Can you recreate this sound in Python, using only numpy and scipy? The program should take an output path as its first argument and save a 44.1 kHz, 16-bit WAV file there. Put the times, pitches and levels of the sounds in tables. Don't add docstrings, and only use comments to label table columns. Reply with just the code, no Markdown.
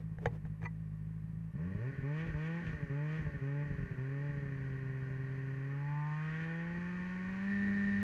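import sys
import numpy as np
from scipy import signal
from scipy.fft import rfft, irfft, next_fast_len
from scipy.io import wavfile
from scipy.ndimage import uniform_filter1d, map_coordinates

SR = 44100
rng = np.random.default_rng(int(sys.argv[2]) if len(sys.argv) > 2 else 0)


def generate_wav(signal):
    frames = np.transpose(np.atleast_2d(signal))
    scaled = np.clip(frames, -1, 1) * 32767
    pcm = np.round(scaled).astype(np.int16)
    wavfile.write(sys.argv[1], SR, pcm)


N = 354108
FULL_HZ = 200


def amp(db):
    return 10 ** (np.asarray(db) / 20)


def unit(x):
    return x / np.sqrt(np.mean(x ** 2) + 1e-20)


def steady(x, size=5000):
    power = uniform_filter1d(uniform_filter1d(x ** 2, size), size)
    return x / np.sqrt(np.abs(power) + 1e-14)


def curves(rows, where=None):
    first, *columns = np.transpose(rows)
    if where is None:
        where = np.arange(N) / SR
    return [np.interp(where, first, column) for column in columns]


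def wobble(rate):
    positions = np.linspace(0, N * rate / SR, 4000)
    smooth = map_coordinates(rng.standard_normal(2000), [positions], mode="wrap")
    return np.interp(np.arange(N), np.linspace(0, N, 4000), smooth)


def swell(s, width):
    return np.exp(-((np.arange(N) / SR - s) / width) ** 2)


def colour(x, points, size=16384):
    hz, db = np.transpose(points)
    log_hz = np.log(np.fft.rfftfreq(size, 1 / SR) + 1)
    log_gain = np.log(amp(np.interp(log_hz, np.log(hz), db)))
    cepstrum = irfft(log_gain)
    cepstrum[1:size // 2] *= 2
    cepstrum[size // 2 + 1:] = 0
    return signal.fftconvolve(x, irfft(np.exp(rfft(cepstrum))))[:N]


def filtered(x, response):
    padded = next_fast_len(N + SR // 4)
    hz = np.fft.rfftfreq(padded, 1 / SR)
    return irfft(rfft(x, padded) * response(hz), padded)[:N]


def resonate(x, modes):
    centre = np.mean([mode[0] for mode in modes])

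    def response(f):
        peaks = 0
        for k, (hz, width, db) in enumerate(modes):
            peaks = peaks + (-1) ** k * amp(db) * 1j * f * width / (hz * hz - f * f + 1j * f * width)
        return peaks / (1 + ((f - centre) / (.4 * centre)) ** 4)

    return filtered(x, response)


def blend(tone, noise, tone_db):
    return steady(amp(tone_db) * steady(tone) + steady(noise))


def pulses(times, sizes):
    at = times[:, None] * SR
    index = np.floor(at).astype(int) + np.arange(-7, 9)
    shape = np.sinc(index - at) * np.cos(np.pi * (index - at) / 16) ** 2
    index = np.clip(index, 0, N).ravel()
    return np.bincount(index, (shape * sizes[:, None]).ravel(), N + 1)[:N]


def crank():
    # opens in seconds, closes in seconds, firing rate at opening in Hz,
    # firing rate at closing in Hz, throttle from 0 to 1.
    bursts = [(1.526, 1.689, 54.76, 94.2, 0.36), (1.776, 1.9, 102.2, 137.2, 0.41),
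              (2.03, 2.255, 133.3, 165.6, 1), (2.355, 2.606, 148, 172.1, 0.99),
              (2.897, 3.173, 136.2, 158.6, .95), (3.416, 3.637, 134.3, 146.7, 0.9),
              (3.979, 4.279, 127.7, 144.6, 0.5)]
    # time in seconds, firing rate in Hz.
    climb = [(4.6, 134.1), (4.76, 132.9), (5.01, 131.9), (5.6, 134.2), (5.92, 146.1), (6.15, 152.1),
             (6.89, 177.7), (7.25, 185.2), (7.51, 199.9), (7.96, 201)]
    # time in seconds, throttle from 0 to 1.
    lever = [(4.35, .2), (5.0, .3), (5.55, 0.3), (5.95, 0.78), (6.5, 0.78), (7.0, 0.5), (7.38, 0.5),
             (7.5, 0.74)]
    idle_hz = 52.7
    ease = .4
    throttle_s = 0.024
    t = np.arange(N) / SR
    turning = []
    for opens, closes, low, high, _ in bursts:
        turning += [(opens, low), (closes, high)]
    s, hz = np.transpose(turning + [climb[0]])
    step = np.interp(t, s, np.arange(len(s)))
    part = step % 1
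    speed = np.interp(step + ease * part * (1 - part), np.arange(len(s)), hz)
    speed = np.where(t < s[-1], speed, curves(climb)[0])
    speed = np.where(t < s[0], idle_hz, speed)
    throttle = sum(amount * ((t > opens) & (t <= closes)) for opens, closes, _, _, amount in bursts)
    throttle = throttle + (t > bursts[-1][1]) * curves(lever)[0]
    return speed, np.clip(uniform_filter1d(throttle, int(throttle_s * SR)), 0, 1)


def clutch(speed):
    return np.clip((speed - 55) / 60, 0, 1)


def surge(speed):
    quick_rise = 260
    rise = uniform_filter1d(np.gradient(speed) * SR, SR // 12)
    return clutch(speed) * np.clip(rise / quick_rise, 0, 1)


def loudness(speed, throttle):
    # firing rate in Hz, then levels in dB of boom, pipe, airbox, casing, rasp, belt and track.
    levels = [(51.7, -42, -71.5, -82, -75, -83.5, -65), (73.6, -38, -56, -66, -63.5, -73.5, -65),
              (137.3, -37.5, -48, -63, -56, -65, -67.5), (147.5, -36, -51, -59, -54.5, -63.5, -63),
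              (162.5, -39.5, -53, -59.5, -51, -56.5, -58), (162.8, -39.5, -50.5, -58, -51.5, -60.5, -61),
              (192, -39, -59.5, -56, -51.5, -58.5, -58.5), (200.77, -33, -55.5, -59.5, -49, -57.5, -54.5)]
    shut_change = [-3, -4, -2.5, 1, -1, 12]
    surge_change = [1.06, 2, 1.5, -.5, 1.5, 1]
    shut = clutch(speed) * (1 - throttle)
    winding = surge(speed)
    rows = zip(curves(levels, speed), shut_change, surge_change)
    return [db + shut_db * shut + surge_db * winding for db, shut_db, surge_db in rows]


def firings(count, speed, throttle, catch=0.65, idle_scatter=.3, part_scatter=0.05, weak=.22):
    # from in seconds, to in seconds.
    cutouts = [(1.915, 1.975), (2.7, 2.73), (2.765, 2.812), (2.833, 2.877), (3.215, 3.241), (3.283, 3.328),
               (3.368, 3.411), (3.745, 3.775), (3.869, 3.893), (3.928, 3.977)]
    starved_below = .4
    miss_share, unsteady_shut, open_scatter = .32, 0.45, .03
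    mismatch_from_hz, mismatch_per_hz = 170, 0.0022
    times = np.interp(np.arange(int(count[-1]) + 1), count, np.arange(N) / SR)
    at = (times * SR).astype(int)
    grip = clutch(speed[at])
    starved = np.clip(1 - throttle[at] / starved_below, 0, 1)
    luck = rng.random(2000)[:len(times)]
    scatter = rng.standard_normal(2000)[:len(times)]
    alternate = (-1) ** np.arange(len(times))
    lean = mismatch_per_hz * np.maximum(speed[at] - mismatch_from_hz, 0) * alternate
    spent = np.cumsum(miss_share * grip * starved * (.5 + luck))
    failed = np.diff(np.floor(spent), prepend=0) > 0
    for start, end in cutouts:
        failed = failed | ((times > start) & (times < end))
    sizes = np.where(failed, weak + throttle[at], 1 + catch * starved * np.roll(failed, 1))
    driven_scatter = part_scatter * (1 - throttle[at]) + unsteady_shut * starved
    unsteady = open_scatter + idle_scatter * (1 - grip) + grip * driven_scatter
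    return times, sizes * (1 + lean + unsteady * scatter), lean


def gas(cycles):
    return unit(rng.standard_normal(N) * np.exp(0.12 * np.cos(2 * np.pi * cycles)))


def hood(x, t60=.03):
    t = np.arange(SR // 20) / SR
    return signal.fftconvolve(x, rng.standard_normal(len(t)) * amp(-60 * t / t60))[:N]


def engine(speed, throttle, pumping=0.88, thump_db=-12, flow_mismatch=1.7, casing_mismatch=8, hunting=0.02967,
           pipe_tone_db=13, airbox_tone_db=2.0, casing_tone_db=-1, rasp_tone_db=1):
    # frequency in Hz, level in dB.
    boom_shape, pipe_shape, rasp_shape = [(12, -54.5), (28, -15.5), (50, -5), (80, -10.5), (105, -1),
                                          (140, -1), (165, 5), (198, -5), (220, -20.5), (300, -21.5),
                                          (500, -91)], [(150, -69.5), (215, -2.5), (270, 7), (340, -3.5),
                                                        (400, 5), (480, 0.5), (530, -10.5), (580, 3),
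                                                        (680, -19.5), (800, -40.5), (1400, -71.5)], [(1200, -56), (2000, -21.5), (2200, 3),
                                                                      (2600, -3), (3100, -8.5),
                                                                      (3550, -19.5), (3800, -17),
                                                                      (4550, -15.5), (5200, -21.5),
                                                                      (6300, -19), (8000, -32),
                                                                      (11000, -38.5), (14000, -63.5)]
    # frequency in Hz, level in dB.
    thump_shape = [(10, -44), (28, -14), (46, 1), (70, 3.5), (95, -7), (125, -49.5), (250, -94.5)]
    # frequency in Hz, width in Hz, level in dB.
    airbox_modes, cowl_modes, casing_modes = [(870.5, 38, 1), (1030, 50, -6), (1096, 75, -5.5),
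                                              (1244, 6.3, 1.5)], [(834, 81, -10), (1122, 60, 0.5)], [(1458.5, 91, -5),
                                                                            (1593, 85, -4), (1805, 57, 2.5),
                                                                            (1899, 34, 2.5), (2017, 87, -8)]
    # frequency in Hz, width in Hz, level in dB.
    edge_modes = [(3020, 430, 0)]
    edge_db = -10
    tuned_hz, tuned_width_hz = 162.1, 9.7
    snarl_idle_db, snarl_shut_db, snarl_open_db = -7.5, -3, 1
    buzz_full_db, buzz_db_per_hz = -47, 2.6
    howl_db, howl_clean_db, howl_pipe_db, sing_db = 10.5, 12.5, -12.5, 3.5
    boom_db, pipe_db, airbox_db, casing_db, rasp_db, _ = loudness(speed, throttle)
    howl = swell(6.023, 0.26)
    sing = swell(6.4, 0.25)

    drive = clutch(speed)
    uneven = (.0012 + hunting * (1 - drive)) * wobble(30)
    count = np.cumsum(speed * (1 + uneven)) / SR
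    driven_snarl_db = (1 - throttle) * snarl_shut_db + throttle * snarl_open_db
    snarl_db = (1 - drive) * snarl_idle_db + drive * driven_snarl_db
    times, sizes, lean = firings(count, speed, throttle)

    blasts = pulses(times, sizes)
    boom = steady(colour(blasts, boom_shape), size=6000)
    thump = drive * unit(colour(blasts, thump_shape))

    flow = pulses(times, (sizes + pumping) * (1 + flow_mismatch * lean))
    pipe = blend(colour(flow, pipe_shape), colour(gas(count), pipe_shape), snarl_db + pipe_tone_db)
    airbox_ratio_db = 1.7 * snarl_db + airbox_tone_db + howl_clean_db * howl
    airbox = blend(resonate(flow, airbox_modes), resonate(gas(count), cowl_modes), airbox_ratio_db)

    scatter = .12 * rng.standard_normal(2000)[:len(times)]
    knocks = pulses(times, (sizes + pumping) * (1 + casing_mismatch * lean + scatter))
    casing_ratio_db = 1.2 * snarl_db + casing_tone_db
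    casing = blend(resonate(knocks, casing_modes), resonate(gas(count / 2), casing_modes), casing_ratio_db)
    main_modes = casing_modes[2:4]
    buzz = blend(resonate(knocks, main_modes), resonate(gas(count / 2), main_modes), snarl_db)
    buzz_db = buzz_full_db + buzz_db_per_hz * np.minimum(speed - FULL_HZ, 0)

    soft_knocks = hood(filtered(knocks, lambda hz: (hz / 3100) / (1 + (hz / 3100) ** 10)))
    rasp_ratio_db = snarl_db + rasp_tone_db
    rasp = blend(colour(soft_knocks, rasp_shape), colour(gas(count), rasp_shape), rasp_ratio_db)
    in_tune = np.exp(-((speed - tuned_hz) / tuned_width_hz) ** 2)
    edge = blend(resonate(soft_knocks, edge_modes), resonate(gas(count), edge_modes), rasp_ratio_db)
    rasp = rasp + amp(edge_db) * in_tune * edge

    out = amp(boom_db) * (boom + amp(thump_db) * thump)
    out = out + amp(pipe_db + howl_pipe_db * howl) * pipe
    out = out + amp(airbox_db + howl_db * howl) * airbox
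    out = out + amp(casing_db + sing_db * sing) * casing
    return out + amp(buzz_db) * buzz + amp(rasp_db) * rasp


def fan(level_db=-74):
    # frequency in Hz, level in dB.
    hush = [(200, -10.5), (450, -4.5), (700, -4.5), (1110, 1), (1400, -9), (1900, -9), (2500, -10.5),
            (3500, -27.5), (8000, -41.5)]
    return amp(level_db) * unit(colour(rng.standard_normal(N), hush))


def track(speed, throttle):
    # frequency in Hz, level in dB.
    rumble_shape = [(20, -16), (45, -6), (100, -3), (250, -8.5), (450, -18), (700, -27.5), (3000, -70)]
    # frequency in Hz, level in dB.
    spray_shape = [(2500, -31.5), (3700, 7.5), (4600, 0.5), (6500, -8), (8500, -16), (11000, -14.5),
                   (14000, -32.5)]
    rumble_db = loudness(speed, throttle)[-1] + 1.8 * wobble(9)
    rumble = amp(rumble_db) * unit(colour(rng.standard_normal(N), rumble_shape))
    spray_db = -72.5 + 0.9 * (speed - FULL_HZ)
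    spray = amp(spray_db) * unit(colour(rng.standard_normal(N), spray_shape))
    return rumble + spray


def rustle():
    # middle in seconds, half length in seconds, level in dB.
    brushes = [(.01, 0.018, -55), (0.246, .04, -55.5), (.34, .03, -56.5), (0.466, 0.0088, -60.5),
               (0.638, 0.026, -56)]
    level = sum(amp(db) * swell(s, width) for s, width, db in brushes)
    # frequency in Hz, level in dB
    cloth = [(150, -16.0), (420, 15.0), (900, -2.5), (2000, -6.0), (4000, -22), (7000, -27.0), (10000, -32.0)]
    return level * amp(3 * wobble(45)) * unit(colour(rng.standard_normal(N), cloth))


def ring(modes, t, vary_db):
    wave = 0
    for hz, db, t60 in modes:
        fade = amp(db + vary_db * rng.standard_normal() - 60 * t / t60)
        wave = wave + fade * np.sin(2 * np.pi * (hz * t + rng.random()))
    wave = wave * (1 - np.exp(-t / 0.00061))
    return wave / np.abs(wave).max()


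def clicks(thud_hz=112, thud_t60=0.11, crack_db=-19, crack_t60=0.011):
    # start in seconds, click in dB, thud in dB, rattle in dB.
    contacts = [(0.185, -43.5, -35, -66), (0.2574, -21, -36, -56), (0.2603, -50, -47, -57),
                (0.268, -45, -25, -41.5), (.452, -48, -34, -73), (0.618, -47, -58, -50),
                (0.629, -42, -45, -61), (0.639, -60, -39, -46), (0.649, -48, -55, -44),
                (.654, -43, -58, -40), (0.6573, -51, -62, -36), (0.6639, -45.5, -46, -39.5)]
    # frequency in Hz, level in dB, 60 dB fade in seconds.
    plastic, metal = [(471, -6.5, 0.083), (560, -9, 0.026), (752, -8, 0.051), (834, -12, 0.079),
                      (1066, -20.5, 0.057), (1660, 4, 0.012), (1740, -34, 0.013), (1796, 0, 0.019),
                      (2150, -16, 0.025), (3030, -24, 0.035), (3740, -29, 0.042), (6510, -32, 0.028)], [(946, -5.5, 0.07), (1130, -4.5, 0.041), (1260, -14, 0.043),
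                                       (1967, 0, 0.038), (1980, -2, 0.061), (2380, -2, 0.026),
                                       (4400, -18, 0.023), (6200, -21, 0.031)]
    out, t = np.zeros(N), np.arange(SR // 5) / SR
    b, a = signal.butter(4, 6500, fs=SR)
    for s, click_db, thud_db, rattle_db in contacts:
        crack = signal.lfilter(b, a, rng.standard_normal(len(t))) * amp(crack_db - 60 * t / crack_t60)
        thud = np.sin(2 * np.pi * thud_hz * t) * amp(-60 * t / thud_t60)
        blow = amp(click_db) * (ring(plastic, t, 0) + crack)
        blow = blow + amp(thud_db) * thud + amp(rattle_db) * ring(metal, t, 3.5)
        out[round(s * SR):][:len(t)] += blow
    return out


def scene():
    speed, throttle = crank()
    mix = engine(speed, throttle) + track(speed, throttle) + fan() + clicks() + rustle()
    return mix[None]


def record(dry):
    # frequency in Hz, level in dB.
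    whine_tones = [(8446, -98), (11289, -103), (12672, -102)]
    # frequency in Hz, level in dB.
    hiss_shape = [(100, -10.5), (3000, -2.5), (8000, -6), (12600, -3), (13100, -38.5), (15400, -13)]
    top_hz = 15400
    t = np.arange(N) / SR
    whine = sum(np.sqrt(2) * amp(db) * np.sin(2 * np.pi * hz * t) for hz, db in whine_tones)
    hiss = amp(-84.5) * unit(colour(rng.standard_normal(N), hiss_shape))
    return filtered(dry[0] + whine + hiss, lambda hz: hz < top_hz)[None]


dry = scene()
out = record(dry)
generate_wav(out)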